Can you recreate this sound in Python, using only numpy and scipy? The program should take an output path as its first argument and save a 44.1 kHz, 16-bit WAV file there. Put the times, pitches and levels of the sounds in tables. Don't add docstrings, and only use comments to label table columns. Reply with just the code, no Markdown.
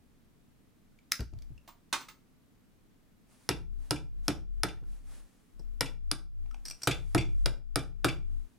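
import sys
import numpy as np
from scipy import signal
from scipy.fft import rfft, irfft
from scipy.io import wavfile
from scipy.ndimage import uniform_filter1d, minimum_filter1d

SR = 44100
rng = np.random.default_rng(int(sys.argv[2]) if len(sys.argv) > 2 else 0)


def int16_out(signal):
    q = np.round(np.clip(np.atleast_2d(signal).T, -1, 1) * 32767)
    wavfile.write(sys.argv[1], SR, q.astype(np.int16))


N = 378378
T = np.arange(2 * SR // 5) / SR
OFFCUT_HZ = 15050

# (frequency [Hz], level [dB])
AIR_COLOUR = [(12, -38.5), (20, 5.5), (55, -7.5), (98, -4), (168, -5.5), (248, -3), (399, -15.5),
              (434, -13), (499, -19), (558, -19), (897, -23.5), (1260, -24), (5230, -33), (14700, -35.5),
              (16000, -38.5)]
# (time [s], level [dB], pitch [Hz])
HANDLING_KNOCKS = [(0.988, -61, 2300), (1.1936, -43, 1550), (1.2072, -42, 1380), (1.335, -56.5, 664),
                   (1.578, -58, 2764), (4.771, -62, 1837), (4.837, -63, 1414), (6.46, -63, 760),
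                   (6.511, -53.5, 1320), (6.544, -50, 790), (6.71, -42.5, 2370), (6.817, -54, 1440)]
# (multiple of the pitch, level [dB], t60 [s])
HELD_MODES = [(1, 2.5, .02), (1.37, -6, 0.011), (1.9, -6, 0.0099)]
# (frequency [Hz], level [dB])
RATTLE_COLOUR = [(500, -16.5), (1900, -9), (2400, 8), (3000, -3), (3600, -5), (4200, -12), (5500, -7.5),
                 (7000, -12.5), (11000, -20.5), (14000, -36)]
# (time [s], level [dB])
SNIP_HITS = [(1.1156, -56), (1.1195, -25.5), (1.1213, -50), (1.2058, -50), (1.388, -71.5), (1.422, -66)]
# (frequency [Hz], level [dB])
SNAP_COLOUR = [(300, -19), (850, -22), (1400, -2), (3000, -4.5), (4000, -3.5), (4900, 4), (6100, -3.5),
               (6900, -8), (12500, -11), (14000, -14.5), (15200, -18), (16000, -22.5)]
# (frequency [Hz], level [dB], t60 [s])
JAW_MODES = [(1486, -14.5, 0.0087), (2344, -2, 0.021), (2840, -15.5, 0.034), (3500, -7.5, 0.019),
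             (4650, 0, 0.02), (5280, -15, 0.024), (5860, -4, 0.027), (7560, -11.5, 0.023),
             (9170, -11.5, 0.0098), (10600, -22, 0.015), (12000, -13.5, 0.013)]
# (time [s], level [dB])
RUMBLE_SWELLS = [(1.18, -42.5), (4.851, -41), (5.522, -35.5), (6.35, -40)]
# (frequency [Hz], level [dB])
STAND_MODES = [(24, -12.5), (30.5, 3.5), (55, -19), (79, -12)]
# (time [s], level [dB], cutoff [Hz])
BENCH_JOLTS = [(1.1936, -33, 252), (1.2016, -28, 89), (1.207, -35.5, 400), (1.328, -41.5, 91),
               (1.363, -46.5, 47.7), (1.404, -60.5, 50.6), (1.505, -45, 66), (4.82, -50.5, 444),
               (5.593, -53, 397), (7.151, -32.5, 588), (7.185, -21, 203)]
# (frequency [Hz], level [dB])
JOLT_COLOUR = [(20, -6.5), (50, 4.5), (120, 9.5), (200, -4), (310, 2.5), (500, -7), (1000, -2.5),
               (4000, -10)]
# (frequency [Hz], level [dB], t60 [s])
BENCH_MODES = [(62.2, -25.5, 0.53), (84, -18.5, .14), (129.3, -7, 0.1), (161.3, -18.5, .42),
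               (200, -16, 0.041), (224.7, -18.5, 0.087), (290, -7, 0.04), (301.3, -2.5, 0.055),
               (344, -7, 0.08), (405, -10, 0.1), (436, -10, 0.076), (516, -5.5, 0.042), (612, -8, 0.032),
               (687, -7.5, 0.05)]
# (time [s], level [dB], ring pitch [Hz], ring level [dB])
BOUNCES = [(1.677, -50.5, 690, -54.5), (1.689, -63, 946, -50), (1.9274, -23.5, 870, -43),
           (1.9387, -46.5, 1204, -34), (2.009, -47.5, 1130, -64), (2.085, -46, 1260, -59)]
# (frequency [Hz], level [dB])
BOUNCE_COLOUR = [(100, -24), (380, -5), (680, -20.5), (880, 0.5), (1400, -5), (2300, -4), (5200, -8.5),
                 (7000, -11), (9500, -14.5), (12500, -22.5), (14200, -30), (15100, -31), (16000, -24.5)]
# (fastest moment [s], length [s], level [dB])
FINGER_SLIDES = [(3.33, 0.066, -66), (3.43, 0.11, -66.5), (3.86, 0.087, -66), (4.26, 0.035, -65),
                 (4.94, 0.11, -67.5), (5.14, 0.11, -59.5), (5.25, 0.36, -72), (6.62, 0.16, -78.5),
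                 (7.04, 0.3, -55), (7.38, 0.19, -61.5), (8.4, 0.3, -75)]
# (frequency [Hz], level [dB])
SKIN_COLOUR = [(200, -12), (500, 2), (1500, -1.5), (3000, -6), (6000, -6), (10000, -4), (14000, -19.5),
               (16000, -16)]
# (time [s], tick [dB], tick pitch [Hz], crack [dB], knock [dB], thud [dB], sway [dB])
HAMMER_BLOWS = [(3.4905, -32, 5350, -35.5, -40.5, -36, -33), (3.9086, -31, 5170, -34.5, -38.5, -35, -32),
                (4.2812, -29.5, 5420, -33.5, -38.5, -34.5, -30),
                (4.634, -33.5, 5210, -37.5, -41.5, -39.5, -35), (5.8087, -30, 5270, -30, -40, -37, -29),
                (6.1144, -28, 4960, -36, -45.5, -44, -31), (6.873, -53.5, 5340, -19.5, -26.5, -23, -21),
                (7.1478, -34, 5130, -32.5, -32.5, -24, -15.5),
                (7.4593, -30, 5020, -34.5, -42.5, -36, -31.5), (7.758, -30.5, 5190, -35, -38.5, -34, -31.5),
                (8.0452, -52.5, 4940, -29, -35.5, -31, -28.5)]
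# (multiple of the tick pitch, level [dB], t60 [s])
FERRULE_MODES = [(1, 9.5, 0.0052), (1.08, -29.5, 0.018), (1.73, 2, 0.0028), (2.06, 5, .003),
                 (2.32, -15.5, .003)]
# (frequency [Hz], level [dB])
CRACK_COLOUR = [(300, -26), (1400, 4.5), (2400, -3), (3800, -0.5), (5800, -9), (7300, -7.5), (11500, -6.5),
                (13000, -14), (16000, -26.5)]
# (frequency [Hz], level [dB], t60 [s])
VISE_MODES = [(2325, 0, .08), (2420, -2, .07), (2600, -5, .05), (2762, -3, .07), (2900, -5, .06),
              (3210, -7, .04), (3375, -7, .06), (3522, -1, .11), (4258, -9, .05), (4743, -6, .07),
              (5572, -11, .08)]
# (frequency [Hz], level [dB], t60 [s])
HANDLE_MODES = [(770, -6, .014), (864, -3, .016), (1130, -9, .012), (1270, 0, .014), (1526, -3, .013),
                (1755, -9, .014)]
# (frequency [Hz], level [dB])
BOOM_COLOUR = [(40, -11.5), (80, -4), (140, -1), (220, -11), (300, 4.5), (370, -9.5), (600, -10),
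               (1200, -26), (4000, -45.5)]
# (time [s], level [dB])
VISE_FALLS = [(3.513, -41), (3.962, -47.5), (4.304, -44.5), (4.689, -50.5), (5.861, -44), (6.915, -25),
              (7.182, -27), (7.212, -37.5), (7.792, -46), (8.089, -35.5)]
# (time [s], level [dB])
AWL_TOUCHES = [(5.594, -64.5), (6.511, -69), (6.543, -67), (6.653, -45), (6.66, -47.5), (6.671, -51),
               (6.682, -44.5), (6.699, -47.5), (6.709, -43), (6.819, -48.5), (6.833, -38), (6.838, -45.5)]
# (frequency [Hz], level [dB], t60 [s])
AWL_MODES = [(1400, -22.5, .03), (2440, -23, 0.046), (4740, -11.5, 0.029), (5360, 0, 0.0072),
             (5750, -2.5, 0.032), (5800, -18.5, .12), (7040, -13, .02), (8040, -7, .02), (8700, -3.5, .03),
             (11900, -14.5, .02), (12700, -10, 0.02)]
# (frequency [Hz], level [dB])
SCRAPE_COLOUR = [(500, -7), (2300, -9.5), (3700, -9), (4800, 2.5), (5700, 13), (6500, -16.5), (8400, 0),
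                 (9500, -11.5), (13000, -21.5), (16000, -25)]
# (frequency [Hz], t60 [s])
WORKSHOP_T60 = [(80, 1), (200, 0.29), (500, .32), (1500, 0.26), (5000, 0.27), (10000, 0.24), (16000, 0.28)]
# (frequency [Hz], level [dB])
WORKSHOP_COLOUR = [(60, -1), (200, -1), (500, -5.5), (1200, -5.5), (2800, -8), (5000, -8), (8000, -7),
                   (11500, -12), (15000, -17.5)]


def amp(db):
    return 10 ** (np.asarray(db) / 20)


def read(points, hz):
    f, value = np.transpose(points)
    return np.interp(np.log(hz + 1), np.log(f), value)


def unit(x):
    return x * np.sqrt(SR / 50 / np.sum(x ** 2))


def add(mix, s, sound):
    part = mix[round(s * SR):][:len(sound)]
    part += sound[:len(part)]


def tint(x, colour):
    size = x.shape[-1]
    return irfft(rfft(x) * amp(read(colour, np.fft.rfftfreq(size, 1 / SR))), size)


def noise(colour, size):
    x = tint(rng.standard_normal(size), colour)
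    return x / x.std()


def burst(colour, t60):
    return unit(noise(colour, len(T)) * amp(-60 * T / t60))


def ring(modes, scale=1, vary_db=0):
    shifts = vary_db * rng.standard_normal(len(modes))
    return unit(sum((-1) ** k * amp(db + shifts[k] - 60 * T / t60) * np.sin(2 * np.pi * hz * scale * T)
                    for k, (hz, db, t60) in enumerate(modes)))


def pair(mid, side, side_db):
    side = amp(side_db) * side
    return np.array([mid + side, mid - side]) / np.sqrt(1 + amp(side_db) ** 2)


def air(level_db):
    return amp(level_db) * pair(noise(AIR_COLOUR, N), noise(AIR_COLOUR, N), side_db=-2)


def handling(knock_db, click_db):
    out = np.zeros(N)
    attack = 1 - np.exp(-T / 0.002)
    for s, db, hz in HANDLING_KNOCKS:
        tone = ring(HELD_MODES, hz, vary_db=3)
        click = amp(click_db) * burst(RATTLE_COLOUR, t60=0.01)
        add(out, s, amp(db + knock_db) * (tone + click) * attack)
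    return out


def cutters(snip_db, ring_db, zing_db):
    out = np.zeros(N)
    jaws = amp(ring_db) * ring(JAW_MODES)
    for s, db in SNIP_HITS:
        zing = ring([(OFFCUT_HZ * rng.uniform(.96, 1.03), 0, .16) for _ in range(6)])
        snap = burst(SNAP_COLOUR, t60=.014)
        add(out, s, amp(db + snip_db) * (snap + jaws + amp(zing_db) * zing))
    return out


def rumble(sway_db, right_db, lift_db, sway_s):
    t = np.arange(0, sway_s, 1 / SR)
    swell = np.sin(np.pi * t / sway_s)
    rock, lift = np.zeros((2, N))
    for s, *_, db in HAMMER_BLOWS + RUMBLE_SWELLS:
        for motion in (rock, lift):
            modes = sum(amp(level) * np.sin(2 * np.pi * (hz * rng.uniform(.92, 1.08) * t + rng.random()))
                        for hz, level in STAND_MODES)
            add(motion, s, amp(db + sway_db) * swell * modes)
    return np.array([rock, -amp(right_db) * rock]) + amp(lift_db) * lift


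def jolts(bump_db, ring_db):
    out = np.zeros(N)
    for s, db, cutoff_hz in BENCH_JOLTS:
        boom = burst(JOLT_COLOUR, t60=0.12) + amp(ring_db) * ring(BENCH_MODES)
        push = signal.lfilter(*signal.butter(2, cutoff_hz, fs=SR), boom)
        add(out, s, amp(db + bump_db) * unit(push))
    return out


def offcut(zing_db):
    out = np.zeros(N)
    for s, db, hz, ring_db in BOUNCES:
        clack = amp(db) * burst(BOUNCE_COLOUR, t60=0.12)
        surface = amp(ring_db) * ring([(hz, 0, .05), (hz * 1.3, -3, .04)])
        zing = ring([(OFFCUT_HZ * rng.uniform(.98, 1.02), 0, .2) for _ in range(6)])
        add(out, s, clack + surface + amp(zing_db + 0.12 * db) * zing)
    return out


def fingers(rub_db, side_db, rise_share):
    t = np.arange(N) / SR
    power = np.zeros(N)
    for s, length, db in FINGER_SLIDES:
        width = length * np.where(t < s, rise_share, 1 - rise_share)
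        power += amp(db) ** 2 * np.exp(-((t - s) / width) ** 2)
    return amp(rub_db) * np.sqrt(power) * pair(noise(SKIN_COLOUR, N), noise(SKIN_COLOUR, N), side_db)


def ferrule(tick_db):
    out = np.zeros(N)
    for s, tick, hz, *_ in HAMMER_BLOWS:
        add(out, s, amp(tick + tick_db) * ring(FERRULE_MODES, hz, vary_db=3))
        add(out, s + 0.00062, amp(tick + tick_db - 17) * burst(CRACK_COLOUR, t60=0.019))
    return out


def hammer(crack_db, knock_db, thud_db, boom_db, vise_db):
    out = np.zeros(N)
    for s, _, _, crack, knock, thud, _ in HAMMER_BLOWS:
        steel = ring(VISE_MODES, vary_db=2.5)
        wood = ring(HANDLE_MODES, rng.uniform(.93, 1.07), vary_db=2)
        add(out, s, amp(crack + crack_db) * burst(CRACK_COLOUR, t60=0.048))
        add(out, s, amp(crack + vise_db) * steel)
        add(out, s, amp(knock + knock_db) * wood)
        add(out, s, amp(thud + boom_db) * burst(BOOM_COLOUR, t60=0.14))
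        bench = ring(BENCH_MODES, rng.uniform(.97, 1.03), vary_db=2)
        add(out, s + 0.00049, amp(thud + thud_db) * bench)
    return out


def chatter(rattle_db, ring_db):
    out = np.zeros(N)
    for s, db in VISE_FALLS:
        flurry = unit(burst(RATTLE_COLOUR, t60=0.031) * (1 - np.exp(-T / .008)))
        add(out, s - .005, amp(db + rattle_db) * flurry)
        for delay in (0, .004, .009):
            steel = ring(VISE_MODES, rng.uniform(.985, 1.015), vary_db=2)
            add(out, s + delay, amp(db + ring_db) * steel)
    return out


def awl(clink_db, scrape_db):
    out = np.zeros(N)
    for s, db in AWL_TOUCHES:
        scrape = unit(burst(SCRAPE_COLOUR, t60=0.033) * (1 - np.exp(-T / .0006)))
        clink = ring(AWL_MODES, rng.uniform(.98, 1.02), vary_db=2)
        add(out, s, amp(db + clink_db) * (clink + amp(scrape_db) * scrape))
    return out


def direct(x, side_db):
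    scatter = rng.standard_normal(130) * np.hanning(130)
    return pair(x, signal.oaconvolve(x, scatter / np.linalg.norm(scatter))[:N], side_db)


def room(x, side_db):
    taps = rng.standard_normal((2, len(T))) * (rng.random((2, len(T))) < .15)
    hz, t, bands = signal.stft(taps, SR, nperseg=256)
    t60 = read(WORKSHOP_T60, hz)[:, None]
    bands = bands * 1e-3 ** (t / t60) / np.sqrt(t60)
    onset = np.clip((T - .001) / 0.0015, 0, 1)
    tail = signal.istft(bands, SR, nperseg=256)[1][:, :len(T)] * onset
    tail /= np.linalg.norm(tail, axis=1, keepdims=True)
    tail = tint(tail, WORKSHOP_COLOUR) * (1 - T / T[-1]) ** .5
    return signal.fftconvolve(x[None], pair(*tail, side_db), axes=1)[:, :N]


def limiter(x, ceiling_db, hold_s, recover_db_per_s):
    power_db = 10 * np.log10(abs(uniform_filter1d((x ** 2).mean(0), size=88)) + 1e-12)
    span = 2 * int(hold_s * SR / 2) + 1
    over_db = np.maximum(power_db - ceiling_db, 0)
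    held_db = -minimum_filter1d(-over_db, span, origin=span // 2)
    recovery = np.arange(N) / SR * recover_db_per_s
    cut_db = np.maximum.accumulate(held_db + recovery) - recovery
    return x / amp(uniform_filter1d(cut_db, size=24))


def scene():
    tick = ferrule(tick_db=7)
    peening = hammer(crack_db=3.0, knock_db=9.0, thud_db=7.5, boom_db=4.5, vise_db=-1.5)
    peening += chatter(rattle_db=3.0, ring_db=-4.5)
    tools = cutters(snip_db=1.5, ring_db=-8.0, zing_db=-21.0)
    tools += awl(clink_db=-7.5, scrape_db=5.5) + handling(knock_db=-3.5, click_db=-1.5)
    bumps = jolts(bump_db=1.0, ring_db=-9)
    far = offcut(zing_db=-50.0)
    mix = direct(tick + peening + tools + bumps, side_db=-11.0)
    mix += direct(far, side_db=-9) * amp([[-7.0], [-4.0]])
    into_room = amp(-6.5) * tick + amp(2.5) * peening + amp(1.5) * tools + amp(-13.5) * bumps
    mix += room(into_room, side_db=-6.5) + amp(-2.0) * room(far, side_db=-6.5)
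    mix += air(level_db=-63.58) + fingers(rub_db=-1.0, side_db=-5.5, rise_share=0.47)
    return mix + rumble(sway_db=-0.5, right_db=-4.5, lift_db=-15.5, sway_s=0.44)


def record(dry):
    held = limiter(dry, ceiling_db=-19.0, hold_s=0.19, recover_db_per_s=63)
    rounded = held / (1 + (held / .24) ** 6) ** (1 / 6)
    lowpass = signal.firwin(511, cutoff=16200, window=("kaiser", 9), fs=SR)
    return signal.oaconvolve(rounded, lowpass[None], "same")


dry = scene()
out = record(dry)
int16_out(out)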